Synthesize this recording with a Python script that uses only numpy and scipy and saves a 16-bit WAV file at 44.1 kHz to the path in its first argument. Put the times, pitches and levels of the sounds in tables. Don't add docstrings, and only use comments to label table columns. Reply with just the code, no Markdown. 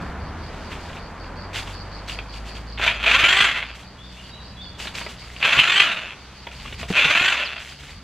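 import sys
import numpy as np
from scipy import signal
from scipy.fft import rfft, irfft, next_fast_len
from scipy.io import wavfile
from scipy.ndimage import uniform_filter1d, map_coordinates

SR = 44100
rng = np.random.default_rng(int(sys.argv[2]) if len(sys.argv) > 2 else 0)


def generate_wav(signal):
    frames = np.transpose(np.atleast_2d(signal))
    scaled = np.clip(frames, -1, 1) * 32767
    pcm = np.round(scaled).astype(np.int16)
    wavfile.write(sys.argv[1], SR, pcm)


N = 354123
T = np.arange(N) / SR
TOP_HZ = 15800


def amp(db):
    return 10 ** (np.asarray(db) / 20)


def unit(x):
    return x / np.sqrt(np.mean(x ** 2) + 1e-20)


def along(points, hz):
    f, v = np.transpose(points)
    return np.interp(np.log(hz + 1), np.log(f + 1), v)


def curves(rows):
    s, *cols = np.transpose(rows)
    return [np.interp(T, s, c) for c in cols]


def wobble(rate):
    knots = rng.standard_normal(int(N * rate / SR) + 4)
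    return map_coordinates(knots, [T * rate])


def filtered(x, response):
    m = next_fast_len(len(x) + 8192)
    return irfft(rfft(x, m) * response(np.fft.rfftfreq(m, 1 / SR)), m)[:len(x)]


def coloured(x, spectrum):
    size = 4096
    cepstrum = irfft(np.log(amp(along(spectrum, np.fft.rfftfreq(size, 1 / SR)))))
    cepstrum[1:size // 2] *= 2
    cepstrum[size // 2 + 1:] = 0
    return signal.fftconvolve(x, irfft(np.exp(rfft(cepstrum))))[:len(x)]


def resonances(modes, f):
    return sum(amp(db) * 1j * f * w / (c * c - f * f + 1j * f * w) for c, w, db in modes)


def resonant(x, hz, width_hz):
    carrier = np.exp(2j * np.pi * np.cumsum(hz) / SR)
    pole = np.exp(-np.pi * width_hz / SR)
    return 2 * (1 - pole) * np.real(carrier * signal.lfilter([1], [1, -pole], x / carrier))


def noise(spectrum):
    return unit(filtered(rng.standard_normal(N), lambda f: amp(along(spectrum, f))))


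def ticks(turns, scatter_db):
    passes = np.diff(np.floor(turns), prepend=np.floor(turns[0]))
    return passes * amp(scatter_db * 2 * np.tanh(rng.standard_normal(N) / 2))


def smeared(x, seconds):
    knots = np.linspace(0, SR / 2, num=120)
    delays = seconds * rng.random(len(knots)) ** 2

    def response(f):
        return np.exp(-2j * np.pi * np.cumsum(np.interp(f, knots, delays)) * f[1])
    return filtered(x, response)


def add(track, s, sound):
    part = track[max(round(s * SR), 0):][:len(sound)]
    part += sound[:len(part)]


def outdoors(x, wet_db, t60):
    t = np.arange(SR // 2) / SR
    tail = rng.standard_normal(len(t)) * amp(-60 * t / t60) * (1 - np.exp(-t / 0.0037))
    return x + amp(wet_db) * signal.fftconvolve(x, tail / np.linalg.norm(tail))[:N]


# (t/s, half length/s, extra level/dB)
LOUD_MOMENTS = [(3.149, 0.011, 3), (3.588, 0.028, 5), (5.586, 0.0091, 2), (5.917, 0.0069, 5.5),
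                (6.11, 0.033, 2), (7.105, 0.016, 2.5), (7.403, 0.0083, 3.5), (7.421, 0.0071, 2),
                (7.435, 0.0028, 5.5)]
# (multiple of the shaft speed, relative level/dB, power of speed it grows with, phase flutter/rad)
WHINE = [(1, -15, .05, .6), (4, -4, .9, .7), (5, -7, .8, .7), (7, -9, 1.5, .8), (8, -6, 1, .8),
         (9, -11, 1.3, .8), (11.5, -7, 3, .8), (12, -7, 2.5, .8), (16, -5, 2, .9), (20, 6, 3.5, .7)]
BRUSH_TICKS_PER_TURN = 40
BRUSH_HZ, BRUSH_WIDTH_HZ = 4450, 800


def trimmer(rough_db=1.5, rattle_db=-9):
    speed, level, stroke, brush = motor()
    pace = speed / speed.max()
    turns = np.cumsum(speed) / SR
    coasting = uniform_filter1d(1. * (np.gradient(speed) < 0), size=900)
    louder_db = sum(db * np.exp(-((T - s) / half) ** 2) for s, half, db in LOUD_MOMENTS)
    load = clacks(stroke) ** (pace ** 1.5) * amp(louder_db + rough_db * wobble(130))
    drive = level * load * contacts(speed, pace, turns)
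    rattle = amp(rattle_db) * radiated(softened(drive, coasting, pace))
    tones = motor_tones(speed, pace, turns, coasting, brush)
    return outdoors(rattle + level * np.sqrt(load) * tones, wet_db=-11.5, t60=0.12)


def contacts(speed, pace, turns, loose_hz=130, knock_db=0.5, mesh_db=0, scrape_db=-6):
    rate = loose_hz + 2 * speed * pace
    knocks = ticks(np.cumsum(rate * amp(3.5 * wobble(200))) / SR, scatter_db=2) * np.sqrt(SR / rate)
    play = .018 * wobble(600)
    mesh = ticks(turns + play, scatter_db=2) * np.sqrt(pace * SR / speed.max())
    scrape = rng.standard_normal(N) * (1.3 + .2 * pace)
    knocks = smeared(amp(knock_db) * knocks, seconds=.0035)
    mesh = smeared(amp(mesh_db) * mesh, seconds=.004)
    return knocks + mesh + amp(scrape_db) * scrape


def softened(drive, coasting, pace, softening=0.38):
    treble = filtered(drive, lambda f: 1 - 1 / (1 + (f / 4200) ** 4))
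    return drive - softening * coasting * (1 - pace) * treble


def motor_tones(speed, pace, turns, coasting, brush, tone_db=-2, idle_db=-1):
    tones = np.zeros(N)
    for multiple, db, power, flutter_rad in WHINE:
        flicker = amp(3.5 * wobble(70))
        gain = amp(tone_db + db + idle_db * coasting + along(GEARBOX, multiple * speed)) * pace ** power
        tones += flicker * gain * np.sin(2 * np.pi * multiple * turns + flutter_rad * wobble(150))
    favour = np.exp(-((BRUSH_TICKS_PER_TURN * speed - BRUSH_HZ) / BRUSH_WIDTH_HZ) ** 2)
    whine = np.sin(2 * np.pi * BRUSH_TICKS_PER_TURN * turns + wobble(200) / 2)
    return tones + coasting * brush * favour * whine


# (pressed t/s, released t/s, t/s of one blade reversal, rise of the rattle/s,
# relative rattle level/dB, starting jolt/dB, fade while coasting/dB per s,
# free speed of the shaft f/Hz, spin-up time/s, relative level/dB of the brushes' whine)
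PULLS = [(2.78, 2.88, 2.878, 0.053, -17, 1, 129, 441, .147, -25),
         (2.9986, 3.439, 3.291, 0.075, -15, 0, 81, 475, .192, -27),
         (5.408, 5.815, 5.6825, 0.042, -16, 3, 66, 469.3, .178, -25),
         (6.924, 7.3, 7.203, 0.04, -16.5, 2.5, 54, 451.3, .164, -5)]
TURNS_PER_REVERSAL = 15.3
SPIN_UP_SHAPE, COAST_S = 0.82, 0.385
SLACK_DB, JOLT_S = 14, 0.0091


def motor():
    speed, level, stroke, brush = np.zeros((4, N))
    for on, off, reversal, rise_s, db, jolt_db, fade_db, free_hz, spin_up_s, brush_db in PULLS:
        powered = np.clip(T - on, 0, off - on)
        coasted = np.maximum(T - off, 0)
        reached = 1 - np.exp(-(powered / spin_up_s) ** SPIN_UP_SHAPE)
        hz = free_hz * np.maximum(np.sqrt(reached) - coasted / COAST_S, 0) ** 2
        jolt = jolt_db * np.exp(-((T - on - rise_s) / JOLT_S) ** 2)
        take_up = jolt - SLACK_DB * np.maximum(1 - powered / rise_s, 0)
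        level = np.maximum(level, amp(db + take_up - fade_db * coasted) * np.tanh(hz / 4))
        turns = np.cumsum(hz) / SR
        strokes = (turns - np.interp(reversal, T, turns)) / TURNS_PER_REVERSAL
        stroke = np.where(T > on, strokes, stroke)
        brush = np.where(T > on, amp(brush_db), brush)
        speed = np.maximum(speed, hz)
    return speed, level, stroke, brush


CLACK_WIDTH, REBOUND_AT, REBOUND_WIDTH = 0.2, 0.47, 0.21
REBOUND_DB, GLIDE_DB = -4.5, -9.5


def clacks(stroke):
    def hump(at, width):
        return np.exp(-(((stroke - at + .5) % 1 - .5) / width) ** 4)
    return amp(GLIDE_DB) + hump(0, CLACK_WIDTH) + amp(REBOUND_DB) * hump(REBOUND_AT, REBOUND_WIDTH)


# (f/Hz, level/dB per Hz)
GEARBOX = [(40, -41.5), (130, -14), (330, -16.5), (520, -15.5), (1000, -9), (1500, -5), (2100, -2.5),
           (2700, -0.5), (3300, -7.5), (4300, -12.5), (5400, -23.5), (7500, -24.5), (12000, -32),
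           (16000, -45)]
# (f/Hz, width/Hz, level/dB above the rest)
HOUSING = [(1440, 200, -4), (2550, 94, -3), (3285, 200, 5), (6430, 350, -0.5)]
# (t/s, ring f/Hz, ring level/dB, low boom level/dB)
RING_AND_BOOM = [(2.8, 2360, -14, 7), (3.1, 2400, 3, 5), (3.3, 2280, -7, -10), (3.38, 1950, -14, 3),
                 (3.5, 2000, 0.5, -16), (3.62, 2060, 6.5, 12), (3.75, 2504, -8, -1), (5.42, 2603, 4, 3),
                 (5.485, 2600, 7, 18), (5.54, 2550, -2, -11), (5.66, 2846, -2, -4), (5.79, 3130, 1, -3),
                 (5.88, 2800, -2, 2), (6.05, 2620, 0, 9), (6.95, 2522, 2, 9), (7.14, 2540, 7, 4),
                 (7.3, 2809, -10, -1), (7.41, 2580, -3, 12.5), (7.55, 2620, -1, 8)]
RING_WIDTH_HZ, BOOM_HZ, BOOM_WIDTH_HZ = 220, 623, 65


def radiated(drive, drift=0.045, swing_db=3.5):
    click = coloured(signal.unit_impulse(SR // 2), GEARBOX)
    body = coloured(drive, GEARBOX) / np.linalg.norm(click)
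    ring_hz, ring_db, boom_db = curves(RING_AND_BOOM)
    modes = HOUSING + [(ring_hz, RING_WIDTH_HZ, ring_db), (BOOM_HZ, BOOM_WIDTH_HZ, boom_db)]
    ringing = np.zeros(N)
    for hz, width_hz, db in modes:
        swell = amp(db + swing_db * wobble(25))
        ringing += swell * resonant(body, hz * (1 + drift * wobble(20)), width_hz)
    return body + ringing


# (t/s, relative level/dB, woody knock against it level/dB, crack f/Hz, time to fall 60 dB/s)
SNAPS = [(0.717, -22, -5, 2880, 0.077), (0.728, -24, -3, 2450, 0.049), (0.869, -34, -19, 3700, .025),
         (0.897, -23, -14, 2200, 0.023), (0.9303, -28, -14, 2900, .05), (0.968, -25.5, -9, 2800, 0.082),
         (1.243, -26, -4, 2600, .025), (1.545, -21, -28, 3206, 0.09), (1.558, -14.5, -22, 2980, 0.1),
         (1.586, -19.5, -12, 3500, 0.1), (1.6739, -21.5, -8, 2790, 0.051), (2.0947, -14, -17, 2896, 0.046),
         (2.188, -12.5, -7, 2380, 0.037), (2.5665, -23, -19, 2400, .04), (2.7758, -18, -25, 2994, 0.05),
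         (2.796, -14.5, -2.5, 2300, 0.048), (2.877, 1, -25, 2490, 0.084), (3.0422, -8.5, -7.5, 2500, 0.057),
         (3.064, -5, -20.5, 3000, 0.082), (3.488, -10, -24, 2000, .06), (3.626, -11, -13, 1880, 0.038),
         (3.831, -31, -21, 3500, .015), (4.653, -29, -19, 2796, .02), (4.801, -21, -24, 3000, .04),
         (4.8544, -18.5, -4.5, 2618, 0.035), (4.87, -15, -25, 3980, 0.068), (4.9505, -18, -20, 2500, 0.029),
         (5.013, -19.5, -5, 1580, 0.061), (5.0633, -17.5, -5, 2000, 0.053), (5.225, -27, -24, 2514, .025),
         (5.3631, -19, -21, 2804, 0.03), (5.4032, -21, -6, 2497, 0.032), (5.426, -3.5, -26, 2500, 0.13),
         (5.5298, -2.5, -37, 2637, 0.055), (6.4687, -17, 0.5, 2500, 0.034), (6.516, -21, -22, 2500, 0.014),
         (6.5977, -24, -26, 3133, .03), (6.6594, -20.5, -13, 2710, .04), (6.6762, -21, -21, 2550, 0.05),
         (6.7245, -17, -8.5, 3100, 0.023), (6.8133, -21, -15, 2473, 0.055),
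         (6.8292, -17.5, -1, 2398, 0.054), (6.904, -20, -7, 2800, .025), (6.925, -18, -18, 2630, .025),
         (7.152, -2, -25, 2590, .012), (7.162, -8, -20, 2600, .012)]
# (f/Hz, level/dB per Hz)
STEM = [(200, -23), (900, -2), (2500, 3.5), (3600, 1), (5500, -26), (10000, -34), (16000, -43)]
# (f/Hz, level/dB per Hz)
WOOD = [(100, -33), (300, -1), (550, 3.5), (1200, 4.5), (2500, -18), (6000, -30)]
FIBRES_PER_S = 2000


def snaps(crack_db=-11.0, knock_db=-9.0, ring_db=5, ring_width_hz=600):
    out = np.zeros(N)
    t = np.arange(SR // 8) / SR
    for s, db, wood_db, hz, t60 in SNAPS:
        fall = amp(-60 * t / t60)
        breaks = (rng.random(len(t)) < FIBRES_PER_S / SR) | (t == 0)
        fibres = breaks * rng.choice([-1, 1], len(t)) * fall
        crack = coloured(smeared(fibres, seconds=0.00203), STEM)
        crack = filtered(crack, lambda f: 1 + resonances([(hz, ring_width_hz, ring_db)], f))
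        crack = unit(crack) * np.sqrt(np.mean(fall ** 2))
        knock = fall * unit(coloured(rng.standard_normal(len(t)), WOOD))
        add(out, s, amp(db) * (amp(crack_db) * crack + amp(wood_db + knock_db) * knock))
    return outdoors(out, wet_db=-7.5, t60=0.15)


# (t/s, length/s, relative level/dB)
SWISHES = [(0.694, 0.048, -49.5), (0.763, 0.21, -54.5), (1.526, 0.056, -38.5), (1.645, 0.078, -49),
           (2.072, 0.019, -39.5), (2.321, 0.047, -49.5), (2.441, .045, -49), (2.539, 0.021, -48),
           (3.733, 0.084, -52.5), (4.104, 0.18, -55), (4.775, 0.08, -42), (4.933, 0.066, -40.5),
           (5.073, 0.032, -45.5), (5.17, 0.25, -52), (6.499, 0.14, -52.5), (6.61, 0.13, -50),
           (6.773, 0.036, -43.5), (6.874, 0.04, -41.5), (7.58, 0.14, -48), (7.776, 0.14, -50.5)]
# (f/Hz, level/dB per Hz)
LEAVES = [(100, -34), (400, -6.5), (1000, -8), (2000, -2.5), (2900, 0.5), (4200, -6), (5500, -8.5),
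          (8000, -9), (11000, -13), (16000, -33)]
SWISH_ATTACK_S, SWISH_FALL_DB_PER_S = 0.021, 181
STIR_DB, STIR_SWING_DB = -62, -2


def rustle(level_db=5.5, grain_db=4, crackle_db=4):
    level = amp(STIR_DB + STIR_SWING_DB * wobble(3.58))
    for s, length, db in SWISHES:
        swell = np.clip((T - s) / SWISH_ATTACK_S, 0, 1)
        fall_db = SWISH_FALL_DB_PER_S * np.maximum(T - s - length, 0)
        level = np.maximum(level, swell * amp(db - fall_db))
    grains = ticks(np.cumsum(rng.random(N)) * 4000 / SR, grain_db) * rng.choice([-1, 1], N)
    leaves = unit(coloured(grains * amp(0.89 * wobble(90)), LEAVES))
    return level * (amp(level_db) * leaves + amp(crackle_db) * crackle())


def crackle(pitch_hz=2900, spread=0.29, cycles=5, size_db=3.5, count=3500):
    when, size = rng.random((2, count))
    hz = np.minimum(pitch_hz * np.exp(spread * rng.standard_normal((count, 1))), TOP_HZ)
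    n = np.arange(SR // 150)
    loudness = amp(-size_db * np.log(0.014 + size))[:, None]
    fall = amp(-20 * hz * n / SR / cycles)
    grains = loudness * np.sin(2 * np.pi * hz * n / SR) * fall
    places = (when * N).astype(int)[:, None] + n
    return unit(np.bincount(places.ravel(), grains.ravel(), N)[:N])


# (t/s, relative level/dB, f/Hz, time to fall 60 dB/s)
BUMPS = [(3.234, -17, 112, 0.044), (5.573, -22.5, 119, 0.082), (5.588, -20, 129.3, 0.062),
         (6.903, -11, 186, 0.069), (7.052, -20, 156, 0.079), (7.09, -28.5, 91.8, 0.1),
         (7.154, -29, 186, 0.075), (7.212, -13, 305, 0.013)]


def bumps(level_db=-2, thud_db=-8):
    soil = [(50, -52), (150, -4.0), (450, -3), (1200, -19.0), (5000, -57)]  # (f/Hz, level/dB per Hz)
    out = np.zeros(N)
    t = np.arange(SR // 5) / SR
    for s, db, hz, t60 in BUMPS:
        thud = unit(coloured(rng.standard_normal(len(t)), soil))
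        fall = amp(db + level_db - 60 * t / t60)
        add(out, s, fall * (np.sin(2 * np.pi * hz * t) + amp(thud_db) * thud))
    return out


# (t/s, chirps so far)
CHIRPS = [(0, 0), (1.18, 6), (2.09, 11), (4.8, 25), (5.35, 28), (6.16, 32), (8.09, 42)]
# (t/s, relative level/dB)
CICADA = [(0, -54.5), (0.45, -48.5), (0.8, -49), (1.2, -48.5), (1.9, -42.5), (2.7, -44), (4, -51),
          (5.1, -42.5), (6.1, -56), (6.6, -46), (8.03, -50)]
# (f/Hz, width/Hz, level/dB)
TYMBAL = [(4200, 300, -15), (4560, 380, 0), (4990, 280, -8)]


def insects(duty=0.51, click_hz=115, pause_db=-14):
    chirps = curves(CHIRPS)[0]
    singing = amp(pause_db) + uniform_filter1d(1. * (chirps % 1 < duty), size=900)
    clicks = np.cumsum(click_hz * (1 + .25 * wobble(60))) / SR
    buckle = np.exp(-5 * (clicks % 1))

    def tymbal(f):
        return sum(resonances([mode], f) ** 2 * amp(-mode[2]) for mode in TYMBAL)
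    song = filtered(singing * buckle * rng.standard_normal(N), tymbal)
    return amp(curves(CICADA)[0] - 3.5) * unit(outdoors(song, wet_db=-6, t60=0.3))


# (t/s, length/s, start f/Hz, end f/Hz, relative level/dB, rasp as a share of the pitch)
WHISTLES = [(3.972, 0.1, 3350, 3650, -47, .006), (4.16, 0.06, 2660, 2960, -50, .02),
            (4.562, 0.05, 3370, 3430, -42, .005), (4.6, .034, 3570, 3580, -39, .005),
            (4.235, .04, 3150, 3080, -51, .03), (4.306, .065, 3770, 3965, -47, .008),
            (4.365, 0.035, 3050, 2700, -52, .03), (4.44, 0.06, 3950, 3980, -57, .008)]
WHISTLE_EDGE_S = 0.012


def bird(flutter_db=2):
    out = np.zeros(N)
    for s, length, start_hz, end_hz, db, rasp in WHISTLES:
        t = np.arange(round(length * SR)) / SR
        glide = start_hz + (end_hz - start_hz) * np.sin(np.pi / 2 * t / length) ** 2
        pitch = glide * (1 + rasp * wobble(255)[:len(t)])
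        edges = np.clip(np.minimum(t, length - t) / WHISTLE_EDGE_S, 0, 1)
        flutter = amp(db + flutter_db * wobble(35)[:len(t)])
        add(out, s, edges * flutter * np.sin(2 * np.pi * np.cumsum(pitch) / SR))
    return outdoors(out, wet_db=3.0, t60=1.0)


# (t/s, firing f/Hz, relative hum level/dB, relative second harmonic level/dB)
ENGINE = [(0.0, 31.96, -51, -38.5), (0.47, 39.88, -46, -42), (1.12, 41.33, -44, -47),
          (1.43, 45.25, -40, -40), (2.55, 54.2, -35.5, -49), (2.84, 56.1, -35.5, -45.5),
          (3.15, 53.3, -35, -56), (3.26, 53.7, -40, -48), (3.6, 56.6, -45, -57), (3.84, 61.37, -44.5, -54),
          (5.39, 60.53, -45.5, -50.5), (5.66, 65.77, -63, -49), (5.95, 62.84, -57, -59),
          (6.86, 64.26, -38.5, -47), (7.09, 62.76, -51, -52), (7.4, 64.95, -47, -68),
          (7.85, 70.6, -51.5, -49), (8.03, 70, -46, -66)]
# (t/s, relative level/dB)
ROAD = [(0, -36), (1.5, -44), (3.2, -41), (3.6, -48), (4.6, -41.5), (5.6, -49), (6.4, -49.5), (6.8, -37.5),
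        (7.2, -63.5), (8.03, -41.5)]
# (t/s, level/dB)
TYRES = [(0, -34.5), (0.6, -37), (1.4, -38), (2.6, -41.5), (4, -48), (5.2, -46), (6.3, -49.5), (8.03, -53)]
# (f/Hz, level/dB per Hz)
RUMBLE = [(10, -35), (25, -23), (42, 4.5), (80, 4), (120, -5.5), (190, -3.5), (300, -13), (600, -45.5)]
# (f/Hz, level/dB per Hz)
ROAR = [(60, 1.5), (170, 5.5), (350, -0.5), (1000, 0.5), (1600, -4), (2200, -10), (4000, -31), (8000, -64),
        (16000, -70)]


def vehicle(hum_db=-0.5, second_db=0.0, third_db=-51, rumble_db=-1.5):
    hz, first, second = curves(ENGINE)
    phase = 2 * np.pi * np.cumsum(hz) / SR
    third = third_db - np.minimum(4.0 * np.abs(hz - 61.5), 12)
    hum = np.zeros(N)
    for harmonic, db in enumerate([first + hum_db, second + second_db, third], 1):
        gain = np.sqrt(2) * amp(db + 0.67 * wobble(8.7))
        hum += gain * np.sin(harmonic * phase + 0.15 * wobble(5.4))
    rumble = amp(curves(ROAD)[0] + rumble_db + wobble(15)) * noise(RUMBLE)
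    tyres = amp(curves(TYRES)[0] + 1.4 * wobble(5.05)) * noise(ROAR)
    return hum + rumble + tyres


# (f/Hz, level/dB per Hz)
AIR = [(300, 1.5), (1500, 1.5), (3000, 0.5), (4500, -3), (5600, -5.5), (8000, -13), (12000, -19.5),
       (16000, -56)]


def hiss():
    return amp(-50.5 + 2.1 * wobble(1.535)) * noise(AIR)


def placed(x, width):
    def angle(f):
        return np.arctan(amp(along(width, f)))
    mid = filtered(x, lambda f: np.cos(angle(f)))
    side = filtered(smeared(x, seconds=.025), lambda f: np.sin(angle(f)))
    return np.array([mid + side, mid - side])


# (f/Hz, side minus mid level/dB)
TRIMMER_AND_WEEDS_WIDTH = [(60, -67), (180, -44), (350, -21), (900, -66), (3000, -81), (3900, -16),
                           (4600, -3.5), (6200, -5.5), (8000, 2), (9000, 8.5), (10000, 45), (11500, 8.5),
                           (14500, 3)]
# (f/Hz, side minus mid level/dB)
BACKGROUND_WIDTH = [(60, -63), (180, -25), (350, -11.5), (1000, -17.5), (2200, -21), (3300, -9.5),
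                    (4600, 0), (6200, 1.5), (8000, 9), (9000, 13.5), (10000, 10), (11500, 13), (14500, 18)]


def scene():
    near = trimmer() + snaps() + rustle() + bumps()
    far = insects() + bird() + vehicle() + hiss()
    return placed(near, TRIMMER_AND_WEEDS_WIDTH) + placed(far, BACKGROUND_WIDTH)


def record(dry):
    return np.array([filtered(channel, lambda f: f < TOP_HZ) for channel in dry])


dry = scene()
out = record(dry)
generate_wav(out)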